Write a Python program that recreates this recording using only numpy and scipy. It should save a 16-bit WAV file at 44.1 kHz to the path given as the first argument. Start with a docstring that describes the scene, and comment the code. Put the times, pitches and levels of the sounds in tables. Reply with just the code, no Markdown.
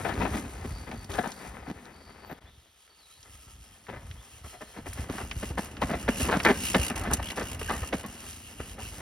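"""Mountain bikes on a dry forest trail

One bike freewheels away; after a brief dip in level another comes closer and passes. Knobbly tyres crunch in
filtered random grains and thud over roots as decaying sines, and a pulsed-noise freehub ratchet buzzes.
Twigs snap as ringing ticks, birds whistle in gliding sines and chatter in pulsed hiss, chain and brake join in."""
import sys
import numpy as np
from scipy import signal
from scipy.fft import rfft, irfft
from scipy.io import wavfile
from scipy.ndimage import uniform_filter1d

SR = 44100
rng = np.random.default_rng(int(sys.argv[2]) if len(sys.argv) > 2 else 0)


def transcribe(signal):
    """Save signal, clipped to [-1, 1], as a 16-bit WAV file at the path in sys.argv[1]."""
    frames = np.atleast_2d(signal).T
    limited = np.clip(frames, -1, 1)
    pcm = np.round(limited * 32767).astype(np.int16)
    wavfile.write(sys.argv[1], SR, pcm)


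N = 397320
T = np.arange(N) / SR
JOIN_S = 2.402  # the first ride gives way to the second
# Tyre meets root or stone. Each row: time in seconds, blow level before filtering in dB, ring in Hz,
# contact in seconds, drive of the tyre air relative to the blow in dB.
BLOWS = [(0.048, -22, 746, 0.054, -13), (0.088, -23, 1750, 0.055, -25), (0.206, -21, 1000, 0.052, -30),
         (0.249, -22.5, 745, 0.048, -17), (0.331, -26.5, 597, 0.047, -3.5), (0.37, -27, 390, 0.034, -22),
         (0.644, -33.5, 403, 0.027, 4), (0.867, -36, 445, 0.054, -2), (0.909, -35.5, 770, 0.079, -3),
         (1.093, -33, 400, 0.05, -9), (1.124, -31, 1770, 0.17, -20), (1.183, -19.5, 740, 0.029, -2.5),
         (1.235, -28.5, 950, 0.076, -13), (1.439, -38, 890, 0.086, -38), (1.661, -36, 785, 0.082, -0.5),
         (2.296, -34, 740, 0.055, -7), (3.228, -51.5, 2020, 0.14, -26), (3.885, -30, 492, 0.041, -12),
         (3.918, -35.5, 588, 0.1, -26), (4.438, -41, 1360, 0.058, -4.5), (4.528, -38.5, 726, 0.069, -33),
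         (4.61, -32, 650, 0.043, -11), (4.764, -33.5, 500, 0.056, -3.5), (4.86, -31, 684, 0.036, -7),
         (4.982, -32.5, 611, 0.026, 0.5), (5.093, -30.5, 690, 0.029, 1), (5.135, -35.5, 617, 0.046, -2),
         (5.181, -30, 812, 0.029, -30), (5.204, -30, 1480, 0.033, -5), (5.31, -42, 2100, 0.044, -32),
         (5.427, -25.5, 556, 0.029, -7), (5.499, -35, 885, 0.037, -0.5), (5.577, -21, 825, 0.035, -2.5),
         (5.819, -15.5, 1050, 0.035, -3), (5.895, -24.5, 634, 0.055, -3), (5.932, -20.5, 718, 0.048, -11),
         (6.081, -14, 560, 0.03, -2), (6.201, -27, 590, 0.028, 4.5), (6.237, -26, 433, 0.068, -7),
         (6.287, -18.5, 1102, 0.04, -20), (6.314, -15, 1620, 0.069, -16), (6.36, -23, 470, 0.025, 3.5),
         (6.398, -33, 1603, 0.03, -38), (6.449, -9, 2420, 0.054, -12), (6.487, -13, 404, 0.051, -6.5),
         (6.742, -13, 660, 0.045, -5.5), (6.899, -24, 461, 0.037, -7), (7.053, -23.5, 417, 0.056, -6),
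         (7.1, -24, 1743, 0.074, -6), (7.196, -26, 880, 0.024, -18), (7.37, -23, 531.5, 0.061, -7.5),
         (7.411, -23, 474, 0.036, -16), (7.613, -26.5, 452, 0.024, -34), (7.696, -17, 1210, 0.048, -15.5),
         (7.732, -30.5, 480.4, 0.047, -11), (7.832, -27, 1224, 0.021, -33), (7.927, -21, 622, 0.041, -5),
         (8.04, -29, 1094, 0.037, -5), (8.6, -31, 473, 0.029, -12), (8.78, -34.5, 916, 0.072, -30)]


def undb(db):
    """Amplitude ratio of a level in decibels."""
    return 10 ** (np.asarray(db) / 20)


def unit(x):
    """Normalise to a root mean square of 1."""
    return x / np.sqrt(np.mean(x ** 2))


def track(table):
    """Linear interpolation: the columns of a curve table at every sample."""
    s, *columns = np.transpose(table)
    return [np.interp(T, s, c) for c in columns]


def over_spectrum(points):
    """Amplitude ratio at each FFT bin, from (Hz, dB) points joined along log frequency."""
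    hz, db = np.transpose(points)
    f = np.arange(N // 2 + 1) * SR / N + 1
    return undb(np.interp(np.log(f), np.log(hz), db))


def colour(x, points):
    """Spectral shaping: weight each frequency by (Hz, dB) points."""
    return irfft(rfft(x) * over_spectrum(points), N)


def band(x, hz, width):
    """Second-order resonance with a gain of 1 at its peak."""
    return signal.lfilter(*signal.iirpeak(hz, hz / width, fs=SR), x)


def walk(rate):
    """Slow random modulation: levels held for 1 / rate seconds and smoothed twice."""
    k = int(SR / rate)
    steps = np.repeat(rng.standard_normal(N // k + 1), k)
    return uniform_filter1d(uniform_filter1d(steps, k), k)[:N]


def grains(per_s, spread_db):
    """Granular noise: clicks at random times, a few far larger than the rest."""
    hit = rng.random(N) < per_s / SR
    return unit(hit * rng.standard_normal(N) * undb(spread_db * rng.exponential(size=N)))


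def bursts(times, gains, lengths, peak_at):
    """Contact force envelopes that build up, peak at a share of their length and let go."""
    env = np.zeros(N)
    for s, g, length in zip(times, gains, lengths):
        i = int((s - .003) * SR)
        u = np.linspace(0, 1, int(SR * length))[:N - i]
        warped = u ** (np.log(.5) / np.log(peak_at))
        env[i:i + len(u)] += g * np.sin(np.pi * warped) ** 2
    return env


def catches():
    """Chain tension hushes the ratchet by this many dB: a gradual onset, then a release within 12 ms."""
    # The swinging rear end pulls the chain tight. Each row: time free again in seconds, length in seconds, hush in dB.
    pulls = [(1.097, 0.049, 10), (4.445, .07, 7), (4.611, 0.059, 5), (4.862, 0.096, 9), (5.108, 0.081, 5),
             (5.578, 0.08, 12), (5.813, .15, 10), (5.953, 0.043, 5), (6.09, .07, 8), (6.962, 0.06, 10),
             (7.11, 0.092, 6), (7.225, 0.076, 6), (7.368, .05, 5), (7.599, 0.048, 8), (7.938, 0.052, 8),
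             (8.063, 0.044, 8), (8.796, .06, 9)]
    onset_share, free_s = .85, .012
    hush_db = 0
    for s, length, db in pulls:
        corners = [s - length, s - length * (1 - onset_share), s - free_s, s]
        hush_db = hush_db + np.interp(T, corners, [0, db, db, 0])
    return hush_db


def crunch(roll_db):
    """Granular fracture: clods and needles break under the knobs, and blows ring rim and frame modes."""
    # Dirt spectrum. Each row: frequency in Hz, density in dB.
    dirt_spectrum = [(250, 1), (420, 4), (750, 3.5), (1100, 2), (1900, 0.5), (2600, -5.5), (3300, -12.5),
                     (6000, -38)]
    # Rim and frame modes. Each row: frequency in Hz, width in Hz, mean gain in dB before the mix.
    frame_modes = [(825, 34, -5), (1250, 28, -13), (1860, 64, -20), (2060, 66, -3), (2620, 60, -21)]
    ring_width = .13  # share of the ring pitch
    ring_room = 900  # samples for a ring to die out after the contact
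    rolling = undb(roll_db + 2.2 * walk(30) + 2.5 * walk(70)) * grains(3000, spread_db=1.6)
    s, db, hz, contact, _ = np.transpose(BLOWS)
    clods = grains(2600, spread_db=1.6)
    blows = bursts(s, undb(db), contact, peak_at=0.24) * clods

    rings = np.zeros(N)
    for t, f, length in zip(s, hz, contact):
        span = slice(int((t - .003) * SR), int((t + length) * SR))
        blow = np.r_[blows[span], np.zeros(ring_room)]
        rings[span.start:span.stop + ring_room] += band(blow, f, ring_width * f) / (f / 1000) ** 0.63
    # each frame mode is caught by turns as the wheel bucks
    frame = sum(undb(g + 6 * walk(48)) * band(blows + rolling, f, w) for f, w, g in frame_modes)
    # rubber and soil swallow the top of the rings
    lowpass = signal.butter(4, 3300, fs=SR, output="sos")
    body = signal.sosfilt(lowpass, undb(3.5) * rings + undb(-2.5) * frame)

    # bright grit: -60.5 dB for a -30 dB blow at 1 kHz, rising with the blow and 6 dB per octave of ring
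    grit_db = -60.5 + 1.1932 * (db + 30) + 6 * np.log2(hz / 1000)
    grit_noise = unit(band(grains(2100, spread_db=2.0), 3300, 3600))
    grit = bursts(s, undb(grit_db), .5 * contact, peak_at=0.12) * grit_noise
    scale = np.std(colour(clods, dirt_spectrum))
    return colour(rolling + undb(-8.0) * blows, dirt_spectrum) / scale + body + grit


def tyre_air(roll_db):
    """Cavity resonance: the air ring inside the tyre hums while rolling and booms just after a blow."""
    # Air ring modes. Each row: frequency in Hz, width in Hz, gain in dB.
    air_modes = [(209.3, 71.4, 16), (243.3, 68, 12.5)]
    s, db, _, contact, air_db = np.transpose(BLOWS)
    booms = bursts(s, undb(db + air_db), contact, peak_at=0.48)
    env = undb(roll_db + 0.15 * walk(18.0)) + undb(-1.5) * booms
    push = env * grains(1200, spread_db=2.0)
    return sum(undb(g) * band(push, hz, w) for hz, w, g in air_modes)


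def ground(rumble_db):
    """Damped soil resonance: small jolts rumble, and each landing rings low and sinks in pitch."""
    # Weight lands on the soil. Each row: time in seconds, initial level in dB.
    landings = [(0.198, -25), (0.313, -23), (0.652, -31), (0.872, -41), (1.102, -34), (1.589, -40),
                (1.76, -40), (4.141, -37.5), (4.444, -34), (4.993, -23), (5.232, -28), (5.506, -26),
                (5.843, -23), (6.226, -21), (6.793, -17.5), (7.21, -43), (7.824, -29.5), (8.6, -31)]
    soil_hz, soil_t60_s = 62, 0.13  # pitch at the end of the sinking, time to decay by 60 dB
    jolts = band(band(band(grains(250, spread_db=2.5), 51, 67), 75, 87), 66, 104)
    out = undb(rumble_db + 5.2 * walk(9.8)) * unit(jolts)
    for s, db in landings:
        t = np.maximum(T - s, 0)
        sinking = t + 0.0062 * (1 - np.exp(-t / 0.0071))
        out += undb(db - 60 * t / soil_t60_s) * np.sin(2 * np.pi * soil_hz * sinking)
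    return out


def freehub():
    """Periodic impulse excitation: pawls drop over ratchet teeth and each click shakes hub shell and spokes."""
    # Rear wheel. Each row: time in seconds, mean ratchet level in dB and pawl clicks per second
    # while the chain is slack, share of the treble that comes in clicks (0-1).
    wheel = [(0.0, -45.5, 84, 0.2), (1.0, -57, 57, 0.43), (1.18, -47, 69, 0.43), (1.65, -61.5, 72, 0.15),
             (2.38, -65.5, 21, 0.3), (2.42, -71.5, 55, 0.4), (3.2, -60, 84, 0.3), (3.25, -57.5, 108, 0.35),
             (3.9, -59.5, 91, 0.4), (4.5, -55.5, 74, 0.05), (5.0, -50, 96, .38), (6.1, -44.5, 67.5, 0.45),
             (6.23, -36.5, 93, 0.37), (6.3, -44.5, 89, 0.65), (6.62, -36, 64.4, 0.4),
             (6.9, -38.5, 60.2, 0.7), (7.5, -42, 63, 0.59), (8.1, -47, 78, 0.51), (8.45, -50, 105, 0.2),
             (9.0, -50.5, 105, 0.6)]
    # Broad treble. Each row: frequency in Hz, width in Hz before a widening by 1.54, gain in dB.
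    treble_bands = [(4760, 9100, 10), (7650, 2120, 7), (9700, 1300, 0), (16100, 3600, 5)]
    # Hub shell of the later bike. Each row: frequency in Hz, width in Hz of the first of two filters (the
    # second # is three times as wide), gain before 5.2 s in dB, gain from 5.2 s on in dB.
    shell_modes = [(1330, 90, 14, 2), (2830, 300, 10, 17), (3200, 260, 11, 5), (5350, 300, 3, 0)]
    switch_s = 5.2
    level_db, rate, share = track(wheel)
    hush_db = catches()
    rate = rate * np.clip(1 - 0.5 * hush_db, .2, 1)  # a tight chain slows the ratchet
    turns = np.cumsum(rate * (1 + 0.06 * walk(8.8))) / SR  # counted in clicks
    size = undb(1.5 * rng.standard_normal(N // 100))[turns.astype(int)]
    click = unit(size * np.exp(-(turns % 1) / rate / .004))  # decay constant 4 ms
    shake = (share * click + 1 - share) * grains(15000, spread_db=1.1)

    broad, rings = 0, 0
    for hz, w, g in treble_bands:
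        broad = broad + undb(g) * band(band(shake, hz, 1.54 * w), hz, 1.54 * w)
    for hz, w, early, late in shell_modes:
        gain_db = np.where(T < switch_s, early, late) + 3.4 * walk(14)
        rings = rings + undb(gain_db) * band(band(shake, hz, w), hz, 3 * w)
    # the hush takes half as many dB from the shell rings
    hushed = broad * undb(-hush_db) + (T > JOIN_S) * rings * undb(-hush_db / 2)
    return hushed / np.std(broad) * undb(level_db + 3 * walk(22))


def forest():
    """Stationary coloured noise: the steady forest background, drifting slowly in level."""
    # Background spectrum. Each row: frequency in Hz, density in dB.
    spectrum = [(30, -2), (65, 19), (140, -13), (400, -79), (1200, -18), (3200, 5), (6000, -7.5),
                (15000, -11)]
    return undb(-65 + walk(2.95)) * unit(colour(rng.standard_normal(N), spectrum))


def snaps():
    """Brittle fracture: a sharp tick with a short ring, then splinters crackle out."""
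    # Twigs snap, stones tick. Each row: time in seconds, peak in dB before the weight sqrt(Hz / 20000),
    # centre in Hz.
    fractures = [(0.138, -27, 3170), (0.9146, -19, 1920), (1.045, -29, 5900), (1.1172, -20, 2860),
                 (1.14, -19.5, 3130), (1.3185, -23.5, 4660), (1.341, -36, 9000), (1.8548, -33, 3940),
                 (2.877, -37, 1790), (3.2296, -33, 5200), (3.8681, -28, 1830), (4.1123, -24.5, 2620),
                 (4.617, -34, 5500), (4.884, -30, 9970), (4.93, -22, 1910), (4.9332, -22.5, 8850),
                 (5.129, -23, 1925), (5.183, -13, 1200), (5.3127, -13, 2120), (5.6204, -34, 10020),
                 (5.6477, -30, 10000), (5.7687, -19, 2124), (6.0855, -26, 2170), (6.124, -33, 10100),
                 (6.203, -19, 2300), (6.401, -8, 1800), (6.436, -20, 4250), (6.45, -4.5, 2050),
                 (6.7193, -29, 10000), (6.7455, -1.5, 1910), (6.849, -30, 2900), (6.9664, -21.5, 2000),
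                 (6.992, -32, 8840), (7.1127, -24, 10000), (7.1352, -1.5, 8100), (7.373, -24, 6020),
                 (7.397, -23, 5500), (7.43, -25.5, 5580), (7.875, -26, 10000), (7.9293, -7, 1570),
                 (8.0628, -25, 9550), (8.599, -36, 1500)]
    length = 1500  # samples
    t = T[:length]
    out = np.zeros(N)
    for s, db, hz in fractures:
        i = int(s * SR)
        chance = rng.standard_normal(length)
        tick = np.sign(chance) * undb(-60 * t / .005)
        splinters = chance * np.abs(chance) * undb(-10 - 60 * t / 0.042)
        tick = tick + splinters
        ring = band(band(tick, hz, 1.15 * hz), hz, hz) + 0.014 * tick  # a little stays unfiltered
        out[i:i + length] += undb(db) * np.sqrt(hz / 20000) * ring / np.max(np.abs(ring))
    return out


def chatter():
    """Amplitude modulation: far birds chatter as a narrow hiss chopped into fast pulses."""
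    # Each row: start in seconds, length in seconds, centre in Hz, hiss level in dB before gating and pulsing.
    calls = [(0.55, .32, 4650, -63.5), (0.93, .12, 4600, -68), (1.27, .18, 4620, -64),
             (1.9, .39, 4620, -65)]
    pulses_per_s, width_hz = 75, 500
    pulses = np.sin(np.pi * np.cumsum(pulses_per_s * (1 + .1 * walk(10))) / SR) ** 4
    hiss = rng.standard_normal(N) * undb(4 * walk(25))
    out = 0
    for s, length, hz, db in calls:
        gate = np.interp(T, [s, s + .04, s + length - .04, s + length], [0, 2, 2, 0])
        out = out + undb(db) * gate * unit(band(band(hiss, hz, width_hz), hz, width_hz))
    return pulses * out


def birds():
    """Frequency modulation: thin, wavering whistles far off follow bowed pitch lines."""
    # Each row: start in seconds, length in seconds, first, middle and last pitch in Hz, level in dB,
    # flutter strength (scales the waver in pitch and level).
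    whistles = [(1.59, .12, 5200, 4680, 4300, -69, 1), (2.335, .03, 3450, 3350, 3250, -66, .5),
                (2.455, .045, 3350, 3480, 4150, -62, 1), (2.89, .065, 4550, 4450, 4380, -69, 2),
                (2.965, .2, 5050, 3830, 4500, -66, .8), (3.16, .06, 4450, 4550, 4600, -72, 1),
                (4.43, .17, 4180, 4180, 4180, -68.5, .7), (4.65, .08, 4180, 4180, 4180, -66.5, .7),
                (4.76, .045, 4200, 4200, 4200, -67, .7), (4.17, .06, 3150, 3450, 3850, -63, 2)]
    edge_s = .012
    out = 0
    for s, length, first, middle, last, db, flutter in whistles:
        u = np.clip((T - s) / length, 0, 1)
        hz = np.polyval(np.polyfit([0, .5, 1], [first, middle, last], 2), u)
        waver = 1 + .006 * flutter * walk(120)
        tone = np.sqrt(2) * np.sin(2 * np.pi * np.cumsum(hz * waver) / SR)
        sings = np.clip(np.minimum(u, 1 - u) * length / edge_s, 0, 1)
        out = out + sings * undb(db + 2 * flutter * walk(80)) * tone
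    return out


def squeaks():
    """Friction squeal: a thin tone, unsteady in pitch and level."""
    # A brake pad grazes the disc. Each row: start in seconds, length in seconds, peak in dB before
    # the roughness, mean pitch in Hz.
    grazes = [(2.235, .16, -56, 13300), (7.659, 0.034, -40, 1880), (7.683, 0.026, -35, 1850),
              (7.715, 0.09, -44, 1950)]
    waver_hz, rough = 170 * walk(150), undb(7 * walk(400))
    out = 0
    for s, length, db, hz in grazes:
        tone = np.sin(2 * np.pi * np.cumsum(hz + waver_hz) / SR)
        out = out + bursts([s], [undb(db)], [length], peak_at=0.37) * tone
    return rough * out


def chain():
    """Impact excitation: the chain slaps the stay in short scratchy bursts that ring the links."""
    # Each row: time in seconds, peak of the slap envelope before the link filters in dB.
    slaps = [(7.229, -35), (7.269, -38), (7.287, -33.5), (7.304, -32.5), (7.309, -33)]
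    # Link modes. Each row: frequency in Hz, width in Hz, relative gain in dB.
    link_modes = [(3220, 180, 0), (4000, 450, -20), (2270, 440, -4)]
    s, db = np.transpose(slaps)
    slap = bursts(s, undb(db), np.full(len(s), .01), peak_at=0.36) * rng.standard_normal(N)
    # a narrow mode passes less noise power, so its gain is raised
    return sum(undb(g) * np.sqrt(SR / 2 / w) * band(slap, hz, w) for hz, w, g in link_modes) / 2


def scatter_tails(dirt, song):
    """Multiple scattering: trunks add a decaying noise tail, stronger for the far birds."""
    t = T[:9000]
    tail = band(rng.standard_normal(9000), 2000, 11600) * undb(-60 * t / 0.28)
    dirt = dirt + undb(-40) * signal.fftconvolve(dirt, tail)[:N]
    echo = rng.standard_normal(SR // 2) * undb(-32.5 - 60 * T[:SR // 2] / .55)
    return dirt, song + signal.fftconvolve(song, echo)[:N]


def ports(x, alike=0.55):
    """Two-port interference: the side is partly the mid a quarter cycle off in phase, partly scattered."""
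    # Two microphone ports a few centimetres apart cancel by turns in sum and difference.
    # Each row: frequency in Hz, side minus mid in dB.
    side_over_mid = [(60, -52), (200, -25.5), (450, -11), (1000, -9), (1700, -19), (2700, 0.5), (4300, -7),
                     (5200, -9), (6400, -0.5), (7600, 27), (8700, 2), (11100, -10.5), (12400, -3),
                     (14300, 19.5), (15800, 12.5)]
    ratio = over_spectrum(side_over_mid)
    scatter = rfft(rng.standard_normal(1300) * undb(-60 * T[:1300] / .03), N)
    mid = rfft(x) / np.sqrt(1 + ratio ** 2)
    side = mid * ratio * (1j * alike + np.sqrt(1 - alike ** 2) * scatter / np.abs(scatter))
    return np.array([irfft(mid + side, N), irfft(mid - side, N)])


def scene():
    """Superposition: all sources add, with the crunch panned by a level difference."""
    # Rolling tyres swell and fade with distance. Each row: time in seconds, then the drive levels
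    # before filtering of crunch, ground rumble and tyre air in dB.
    roll = [(0.0, -41.5, -40, -46), (0.22, -39, -38, -29), (0.56, -49.5, -43.5, -45),
            (0.9, -54.5, -47.5, -51), (1.13, -52.5, -48, -52), (1.4, -50.5, -52.5, -48),
            (2.38, -58, -58.5, -57), (2.584, -70, -59, -71.5), (2.9, -68.5, -101, -99),
            (3.3, -67, -55, -67.5), (3.87, -63, -55.5, -63.5), (3.9, -56, -52.5, -47),
            (4.52, -62, -57.5, -77), (5.08, -47, -41, -46.5), (5.48, -54.5, -44.5, -48.5),
            (5.87, -48, -41.5, -41), (6.38, -45.5, -36.5, -36), (6.62, -54, -46, -37),
            (6.96, -40.5, -37, -40), (7.35, -48.5, -43.5, -44.5), (7.85, -46, -39.5, -45),
            (8.4, -61.5, -51, -54.5), (9.0, -49, -46, -47)]
    # Each row: time in seconds, gain of left minus right in dB.
    crunch_pan = [(0, 8), (2.38, 6), (2.42, 5), (6, 1), (9, -0.5)]
    crunch_db, rumble_db, air_db = track(roll)
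    pan_db, = track(crunch_pan)
    # the tyres lighten with 0.45 of the ratchet's hush
    dirt = crunch(crunch_db - 0.45 * catches())
    bike = tyre_air(air_db) + ground(rumble_db) + freehub() + snaps() + squeaks() + chain()
    dirt, song = scatter_tails(dirt, chatter() + birds())
    pan = undb(np.array([pan_db, -pan_db]) / 2)
    return ports(bike + song + forest()) + ports(dirt) * pan


def record(dry):
    """Saturation and band limiting: a short dip joins the rides, peaks round off, bass and top are cut."""
    fade = np.clip(np.abs(T - JOIN_S) / .015, .05, 1)
    bass_cut = signal.butter(3, 38, "high", fs=SR, output="sos")
    top_cut = signal.ellip(8, .2, 80, 16000, fs=SR, output="sos")
    out = signal.sosfilt(bass_cut, dry * fade)
    return signal.sosfilt(top_cut, .9 * np.tanh(out / .9))


dry = scene()
out = record(dry)
transcribe(out)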